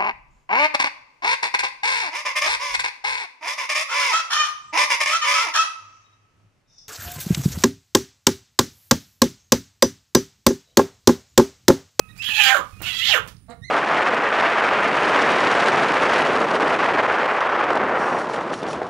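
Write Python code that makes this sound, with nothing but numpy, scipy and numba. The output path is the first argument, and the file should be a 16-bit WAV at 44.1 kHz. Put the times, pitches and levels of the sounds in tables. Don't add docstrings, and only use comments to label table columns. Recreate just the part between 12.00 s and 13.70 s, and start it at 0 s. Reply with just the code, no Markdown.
import sys
import numpy as np
from scipy import signal
from scipy.fft import rfft, irfft, next_fast_len
from scipy.io import wavfile
from scipy.ndimage import uniform_filter1d, map_coordinates
from numba import njit

SR = 44100
rng = np.random.default_rng(int(sys.argv[2]) if len(sys.argv) > 2 else 0)


def to_wav(s):
    ch = np.atleast_2d(s).T
    pcm = np.round(np.clip(ch, -1, 1) * 32767)
    wavfile.write(sys.argv[1], SR, pcm.astype(np.int16))


def makeup_ratio(level_db):
    decades = np.asarray(level_db, float) / 20
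    return 10 ** decades


N = 74970

# (frequency [Hz], level [dB per Hz])
FAN_RUMBLE = [(21, -36), (35, -5.5), (123, 0.5), (155, -8.5), (188, -3), (217, -13.5), (280, -16),
              (500, -37.5), (650, -69), (1100, -120)]
STEADY_HISS = [(400, -8), (600, -19), (1000, -18), (2000, -18), (3500, -25.5), (5000, -24.5), (8000, -27),
               (16000, -27.5)]
# (frequency [Hz], level [dB per Hz])
INSECT_SONG = [(8000, -26), (8800, -5.5), (9300, 0.5), (10000, -6), (10800, -24.5), (12000, -80.5)]
# (time [s], change of hiss [dB])
FLOCK_SETTLES = [(1.27, 4.5), (1.4, -6), (1.47, -6), (1.52, -1), (1.58, -5.5)]
RUMBLE_DB, HISS_DB, INSECT_DB, LEFT_HISS_DB = -49, -66, -70.5, 1.5

# (time [s], length [s], pitch [Hz], level [dB])
FAR_WHINES = [
    (0, 0.1, 1271, -52),
    (0.115, 0.07, 1247, -65),
    (0.722, 0.072, 1253, -60.5),
    (.785, 0.028, 1400, -61),
    (0.085, 0.039, 1900, -49),
]
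# (level over the first [dB]), then (roughness [0-1])
FAR_SECOND_PARTIAL_DB = [0, 3.5, 9.5, 12, -3]
FAR_ROUGHNESS = [.45, .9, .2, .25, .9]
FAR_ROUGHNESS_HZ, FAR_FADE_DB_PER_S = 400, 34.5

# (time [s], rise [s], fall per 20 dB [s], level [dB])
WING_BEATS = [
    (0.099, 0.02703, 0.15, -64),
    (0.169, 0.0182, 1.02, -54.5),
    (.66, 0.044, 0.64, -62),
    (.825, .005, 0.136, -39),
    (0.889, 0.012, 0.31, -47.5),
    (1.281, 0.0078, 0.036, -42.5),
    (1.695, 0.01014, .05, -61.5),
]
# (frequency [Hz], level [dB])
FEATHER_COLOUR = [(150, -30), (400, -9.5), (1500, -0.5), (3000, -2), (6000, -4), (15000, -13.5)]

# (time [s], pitch [Hz], level [dB])
WHISTLE_NOTE = [
    (.172, 2260, -62.5),
    (.19, 2464, -44.5),
    (.21, 2664, -30),
    (0.222, 2697, -31.5),
    (.235, 2560, -47),
]
RINGING_OVERTONE = [(.93, 4360, -55), (.945, 4500, -46), (0.959, 4670, -40), (.975, 4650, -44.5),
                    (1.0, 4530, -51.5), (1.03, 4650, -60)]
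SQUEAL_NOTE = [(1.613, 1970, -69), (1.622, 1860, -63), (1.638, 1850, -51), (1.65, 2010, -47.5),
               (1.665, 2130, -53.5), (1.676, 2137, -54), (1.686, 2033, -46), (1.7, 2030, -55)]
WHISTLE_PARTIALS_DB = [-1, -1, -5]
SQUEAL_PARTIALS_DB = [1, -3, -12, -21]
WHISTLE_TOP_DB = -54

# (time [s], peak level [dB])
QUILL_SNAPS = [
    (.1788, -33),
    (.8202, -8),
    (.8222, -23.5),
    (1.2644, -37),
    (1.2758, -23.5),
    (1.2851, -30),
]
# (time [s], level [dB], decay per 60 dB [s], centre [Hz], width [Hz])
TICKS_AND_THUMPS = [(.179, -44, 0.019, 10920, 7810), (.804, -35.5, 0.02, 580, 1100),
                    (.815, -32, 0.061, 470, 1040), (.812, -41.5, 0.076, 180, 120),
                    (.824, -38.5, 0.016, 13000, 6000), (0.29, -46.5, 0.083, 220, 200),
                    (.59, -34.5, 0.089, 304, 510), (.605, -29, 0.22, 1194, 220),
                    (2.3, -52, .06, 3000, 1500), (1.5, -50, .06, 7600, 2500), (.25, -44, .5, 12000, 4300),
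                    (0.73, -43, 0.11, 72, 40), (.79, -43.5, 0.083, 97, 50), (1.615, -39.5, .09, 110, 48),
                    (1.53, -43, .09, 105, 41), (.61, -51, .03, 4700, 900), (1.264, -37, 0.025, 460, 870),
                    (1.275, -42, 0.0554, 198.4, 130), (1.1, -43, 0.071, 250, 150),
                    (1.279, -43.5, .014, 12000, 8000), (1.367, -47, .012, 4900, 1300),
                    (1.1, -57.5, 0.007696, 4965, 1197)]

# (time [s], pitch [Hz], level [dB], beak resonance [Hz], throat swell [dB])
FIRST_SQUAWK = [(.218, 881, -40, 2750, -36), (.225, 807.3, -30.5, 3000, -42), (.3, 857.9, -25, 2740, -25),
                (.35, 843.6, -24.5, 2810, -20.5), (.405, 849.3, -14.5, 2700, -15),
                (.47, 786.6, -16, 2524, -12)]
FIRST_BEAK_SHUTS = [(.5, 774.7, -17, 2080, -9), (0.526, 771.7, -17, 1540, -6), (.543, 760, -19, 1410, -10),
                    (.553, 573.7, -20, 1350, -4.5), (0.589, 539, -28, 1230, -6.5),
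                    (0.608, 503, -33, 1110, -10.5)]
SECOND_SQUAWK = [(.83, 674.1, -38, 2600, -32), (.876, 713, -25.5, 2870, -35), (.91, 682.2, -29, 2950, -38),
                 (.938, 638.7, -30, 3100, -38.5), (.97, 671.1, -27.5, 3070, -39),
                 (1.0, 666, -25.5, 3010, -34.5), (1.03, 714, -23.5, 3080, -35),
                 (1.075, 723.9, -20, 3250, -34)]
SECOND_BEAK_SHUTS = [(1.1, 808.3, -18, 3260, -15.5), (1.128, 780.3, -17, 2670, -14),
                     (1.14, 639.3, -15, 2000, -10.5), (1.156, 522.2, -21.5, 1466, -9.5),
                     (1.18, 470.8, -22, 1215, -10.5), (1.195, 438, -38, 1120, 1)]
LOW_CLUCK = [(1.483, 224, -53.5, 690, -14), (1.497, 233.3, -42, 674, 1), (1.53, 238.7, -41, 785, -14.5),
             (1.555, 237.4, -57, 692, -24), (1.6, 227.6, -61.5, 686, -13)]
# (ratio to the beak's if under 9, else [Hz], width [Hz], level [dB])
FIRST_TRACT = [(0.728, 610, -11), (1.3, 700, -23.5), (2950, 900, -16.5), (6520, 460, -21), (7250, 500, -21),
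               (9250, 560, -28.5), (11720, 1800, -25), (14000, 3500, -24)]
SECOND_TRACT = [(0.681, 650, -11), (0.453, 320, -28), (1.26, 500, -24.5), (2700, 840, -12.5),
                (6200, 730, -21.5), (7300, 460, -23), (8650, 360, -29), (12500, 4200, -22.5)]
CLOSED_TRACT = [(0.657, 140, -4), (1.62, 360, -7.5), (2.55, 360, -14.5), (4010, 610, -19.5)]
# (time [s], roughness [0-1], stumbling [0-1])
HOARSENESS = [(.21, .9, .6), (.29, .8, .6), (.33, .7, .6), (.36, .8, .7), (.41, .65, .8), (.5, .65, .8),
              (.6, .8, .6), (.83, .7, .15), (.87, .58, .25), (.93, .6, .35), (.975, .45, .2),
              (1.02, .65, .45), (1.09, .8, .6), (1.13, .85, .7), (1.2, .85, .6), (1.4, .5, .25)]
# (frequency [Hz], width [Hz], depth [0-1])
THROAT_POCKETS = [(8150, 500, 0.7), (10450, 270, 0.4)]
BEAK_WIDTH, THROAT_WIDTH_HZ = 0.2, 353
THROAT_SAG = 0.95
TILT, SMEAR = 0.5, .7
JITTER, JITTER_HZ, WANDER, WANDER_HZ = .09, 500, .025, 45
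SHIMMER_DB, SHIMMER_HZ, UNEVEN_DB, UNEVEN_HZ = 2, 200, 4, 40
STUMBLE, BREATH = 1.3, 1.15

# (frequency [Hz], time to fall 60 dB [s])
SHED_ECHO = [(300, .25), (900, 0.24), (1200, 0.25), (1600, 0.21), (3000, 0.24), (10000, 0.14)]
WET_DB, LEFT_WET_DB = -6.5, 0.5
# (frequency [Hz], level [dB])
LEFT_DIRECT_SOUND = [(500, -0.5), (2000, -2.5), (8000, -14.5)]
# (frequency [Hz], level over the right [dB])
LEFT_PORT = [(60, -14.5), (150, -21.5), (380, -16), (950, -15), (2380, -14.5), (5980, -28), (9500, -8.5),
             (14000, -15)]
RIGHT_DB, TOP_HZ = 4.5, 15700


def unit(x):
    return x / np.sqrt(np.mean(x ** 2) + 1e-20)


def along(points, hz):
    f, v = np.transpose(points)
    return np.interp(np.log(hz + 1), np.log(f + 1), v)


def wobble(rate, n=N):
    knots = rng.standard_normal(int(n * rate / SR) + 4)
    return map_coordinates(knots, [np.arange(n) * rate / SR])


def filtered(x, response):
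    m = next_fast_len(N + SR // 2)
    return irfft(rfft(x, m) * response(np.fft.rfftfreq(m, 1 / SR)), m)[..., :N]


def noise(spectrum):
    white = rng.standard_normal((2, N))
    return unit(filtered(white, lambda f: makeup_ratio(along(spectrum, f)) * (f > spectrum[0][0])))


@njit
def resonate(x, hz, width_hz, sr):
    y = np.zeros(len(x))
    for i in range(2, len(x)):
        r = np.exp(-np.pi * width_hz[i] / sr)
        drive = (1 - r * r) / 2 * (x[i] - x[i - 2])
        y[i] = drive + 2 * r * np.cos(2 * np.pi * hz[i] / sr) * y[i - 1] - r * r * y[i - 2]
    return y


def add(track, s, x):
    part = track[max(round(s * SR), 0):][:len(x)]
    part += x[:len(part)]


def fan_rumble():
    shared, left_only = noise(FAN_RUMBLE) * makeup_ratio(RUMBLE_DB + 2.3 * wobble(18))
    return np.array([shared + .6 * left_only, shared])


def insect_hiss():
    settling_db = np.interp(np.arange(N) / SR, *np.transpose(FLOCK_SETTLES))
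    hiss = noise(STEADY_HISS) * makeup_ratio(HISS_DB + settling_db + wobble(4.5))
    hiss = hiss + noise(INSECT_SONG) * makeup_ratio(INSECT_DB + 1.5 * wobble(25))
    return hiss * makeup_ratio([[LEFT_HISS_DB], [0]])


def far_hen():
    out = np.zeros(N)
    for (s, length, hz, db), second_db, rough in zip(FAR_WHINES, FAR_SECOND_PARTIAL_DB, FAR_ROUGHNESS):
        t = np.arange(0, length, 1 / SR)
        n = len(t)
        phase = 2 * np.pi * hz * np.cumsum(1 + 0.0058 * wobble(37.5, n)) / SR
        rise = np.clip((t + (s < .01)) / 0.013, 0, 1)
        fall = np.clip((length - t) / 0.017, 0, 1)
        level = makeup_ratio(db - FAR_FADE_DB_PER_S * t + 1.25 * wobble(47, n))
        second = makeup_ratio(second_db) * (1 + rough * wobble(FAR_ROUGHNESS_HZ, n)) * np.sin(2 * phase)
        add(out, s, rise * fall * level * (np.sin(phase) + second))
    return out


def wing_flaps():
    clock = np.arange(N) / SR
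    beats = np.zeros(N)
    for s, rise, fall, db in WING_BEATS:
        drop = np.where(clock < s, ((s - clock) / rise) ** 2, (clock - s) / fall)
        beats += makeup_ratio(db - 20 * drop)
    return beats * makeup_ratio(2.5 * wobble(300)) * noise(FEATHER_COLOUR)[0]


def clear_note(rows, partials_db, top_db=0):
    s, hz, db = np.transpose(rows)
    t = np.arange(s[0], s[-1], 1 / SR)
    n = len(t)
    phase = 2 * np.pi * np.cumsum(np.interp(t, s, hz) * (1 + 0.008 * wobble(220, n))) / SR
    level_db = np.interp(t, s, db)
    tones = np.zeros(n)
    for k, partial_db in enumerate(partials_db):
        capped_db = np.minimum(level_db, top_db if k else 0)
        tones += makeup_ratio(partial_db + capped_db + 1.6 * wobble(91, n)) * np.sin((k + 1) * phase)
    return tones * makeup_ratio(5) * np.clip((t - s[0]) / 0.0084, 0, 1)


def quill_snaps():
    out = np.zeros(N)
    click = np.diff([0, 0, 0, 0, 1, 0, 0, 0, 0], n=3) / 3
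    for s, db in QUILL_SNAPS:
        add(out, s, makeup_ratio(db) * click)
    return out


def ticks_and_thumps():
    out, t = np.zeros(N), np.arange(SR // 8) / SR
    for s, db, decay, hz, width_hz in TICKS_AND_THUMPS:
        ring = rng.standard_normal(len(t))
        for _ in range(2):
            ring = unit(resonate(ring, hz + 0 * t, width_hz + 0 * t, SR))
        add(out, s, makeup_ratio(db - 60 * t / decay) * ring)
    return out


def cry(rows, tract):
    s, *cols = np.transpose(rows)
    t = np.arange(s[0], s[-1] + 0.016, 1 / SR)
    n = len(t)
    hz, db, beak, swell_db = [np.interp(t, s, c) for c in cols]
    when, rough, stumble = np.transpose(HOARSENESS)
    rough = np.interp(t, when, rough) ** 2
    stumble = np.interp(t, when, stumble)

    def each_partial():
        return np.array([wobble(UNEVEN_HZ, n) for _ in k])

    def band(x, centre, width):
        centre, width = centre + 0 * t, width + 0 * t
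        return resonate(resonate(x, centre, width, SR), centre, width, SR)

    def even(x):
        return x / np.sqrt(abs(uniform_filter1d(x * x, size=1300)) + 1e-9)

    pitch_error = JITTER * wobble(JITTER_HZ, n) + WANDER * wobble(WANDER_HZ, n)
    phase = 2 * np.pi * np.cumsum(hz * (1 + rough * pitch_error)) / SR
    k = np.arange(1, 30)[:, None]
    strength = k ** -TILT * (k * hz < 16000) * makeup_ratio(UNEVEN_DB * each_partial())
    steady = unit((strength * np.cos(k * phase + SMEAR * each_partial())).sum(0))
    second_beat = .6 * wobble(30, n) * np.cos(phase / 2)
    third_beat = (.8 + .5 * wobble(30, n)) * np.cos(phase / 3)
    pulses = steady * (1 + STUMBLE * stumble * (second_beat + third_beat))
    breath = unit(rng.standard_normal(n) * (2 + np.cos(phase)))
    shimmer = makeup_ratio(SHIMMER_DB * np.sqrt(rough) * wobble(SHIMMER_HZ, n))
    source = (pulses + BREATH * rough * breath) * shimmer
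    airy = source + 2 * breath * shimmer

    main = unit(band(source, beak, 2 * BEAK_WIDTH * beak))
    upper = np.zeros(n)
    for place, width_hz, gain_db in tract:
        if place < 9:
            ring = band(source, place * beak, width_hz)
        else:
            ring = band(airy, place, width_hz)
        upper += makeup_ratio(gain_db) * unit(ring)
    throat = even(band(2 * steady + source, THROAT_SAG * hz, THROAT_WIDTH_HZ))
    voice = even(main + upper) + makeup_ratio(swell_db + UNEVEN_DB / 2 * wobble(UNEVEN_HZ, n)) * throat
    return voice * makeup_ratio(db) * np.clip((s[-1] + 0.018 - t) / 0.014, 0, 1)


def held_hen():
    out = np.zeros(N)
    add(out, WHISTLE_NOTE[0][0], clear_note(WHISTLE_NOTE, WHISTLE_PARTIALS_DB, WHISTLE_TOP_DB))
    add(out, FIRST_SQUAWK[0][0], cry(FIRST_SQUAWK + FIRST_BEAK_SHUTS, FIRST_TRACT))
    add(out, SECOND_SQUAWK[0][0], cry(SECOND_SQUAWK + SECOND_BEAK_SHUTS, SECOND_TRACT))
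    add(out, RINGING_OVERTONE[0][0], clear_note(RINGING_OVERTONE, [0]))
    add(out, LOW_CLUCK[0][0], cry(LOW_CLUCK, CLOSED_TRACT))
    add(out, SQUEAL_NOTE[0][0], clear_note(SQUEAL_NOTE, SQUEAL_PARTIALS_DB))

    def pockets(f):
        left_over = np.ones(len(f))
        for hz, width_hz, depth in THROAT_POCKETS:
            left_over *= 1 - depth * np.exp(-((f - hz) / width_hz) ** 2)
        return left_over

    return filtered(out, pockets)


def shed_echo(x):
    hz, t, z = signal.stft(rng.standard_normal((2, SR // 2)), SR, nperseg=256)
    fading = z * makeup_ratio(-60 * t / along(SHED_ECHO, hz)[:, None])
    tail = signal.istft(fading, SR, nperseg=256)[1]
    tail = tail / np.linalg.norm(tail[0])
    return signal.fftconvolve(np.pad(x, (250, 0))[None], tail, axes=1)[:, :N]


def scene():
    background = fan_rumble() + insect_hiss()
    birds = far_hen() + wing_flaps() + quill_snaps() + ticks_and_thumps() + held_hen()
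    left = filtered(birds, lambda f: makeup_ratio(along(LEFT_DIRECT_SOUND, f)))
    echo = makeup_ratio([[WET_DB + LEFT_WET_DB], [WET_DB]]) * shed_echo(birds)
    return np.array([left, birds]) + echo + background


def top_cut(x):
    return signal.sosfilt(signal.butter(12, 16990, fs=SR, output="sos"), x)


def record(dry):
    def port_response(f):
        ports = np.array([makeup_ratio(along(LEFT_PORT, f)), np.ones(len(f))])
        return makeup_ratio(RIGHT_DB) * ports * np.where(f < TOP_HZ, 1, .06)

    ports = filtered(dry, port_response)
    mix = ports / (1 + abs(ports) ** 8) ** (1 / 8)
    return top_cut(mix)


dry = scene()
out = record(dry)
to_wav(out)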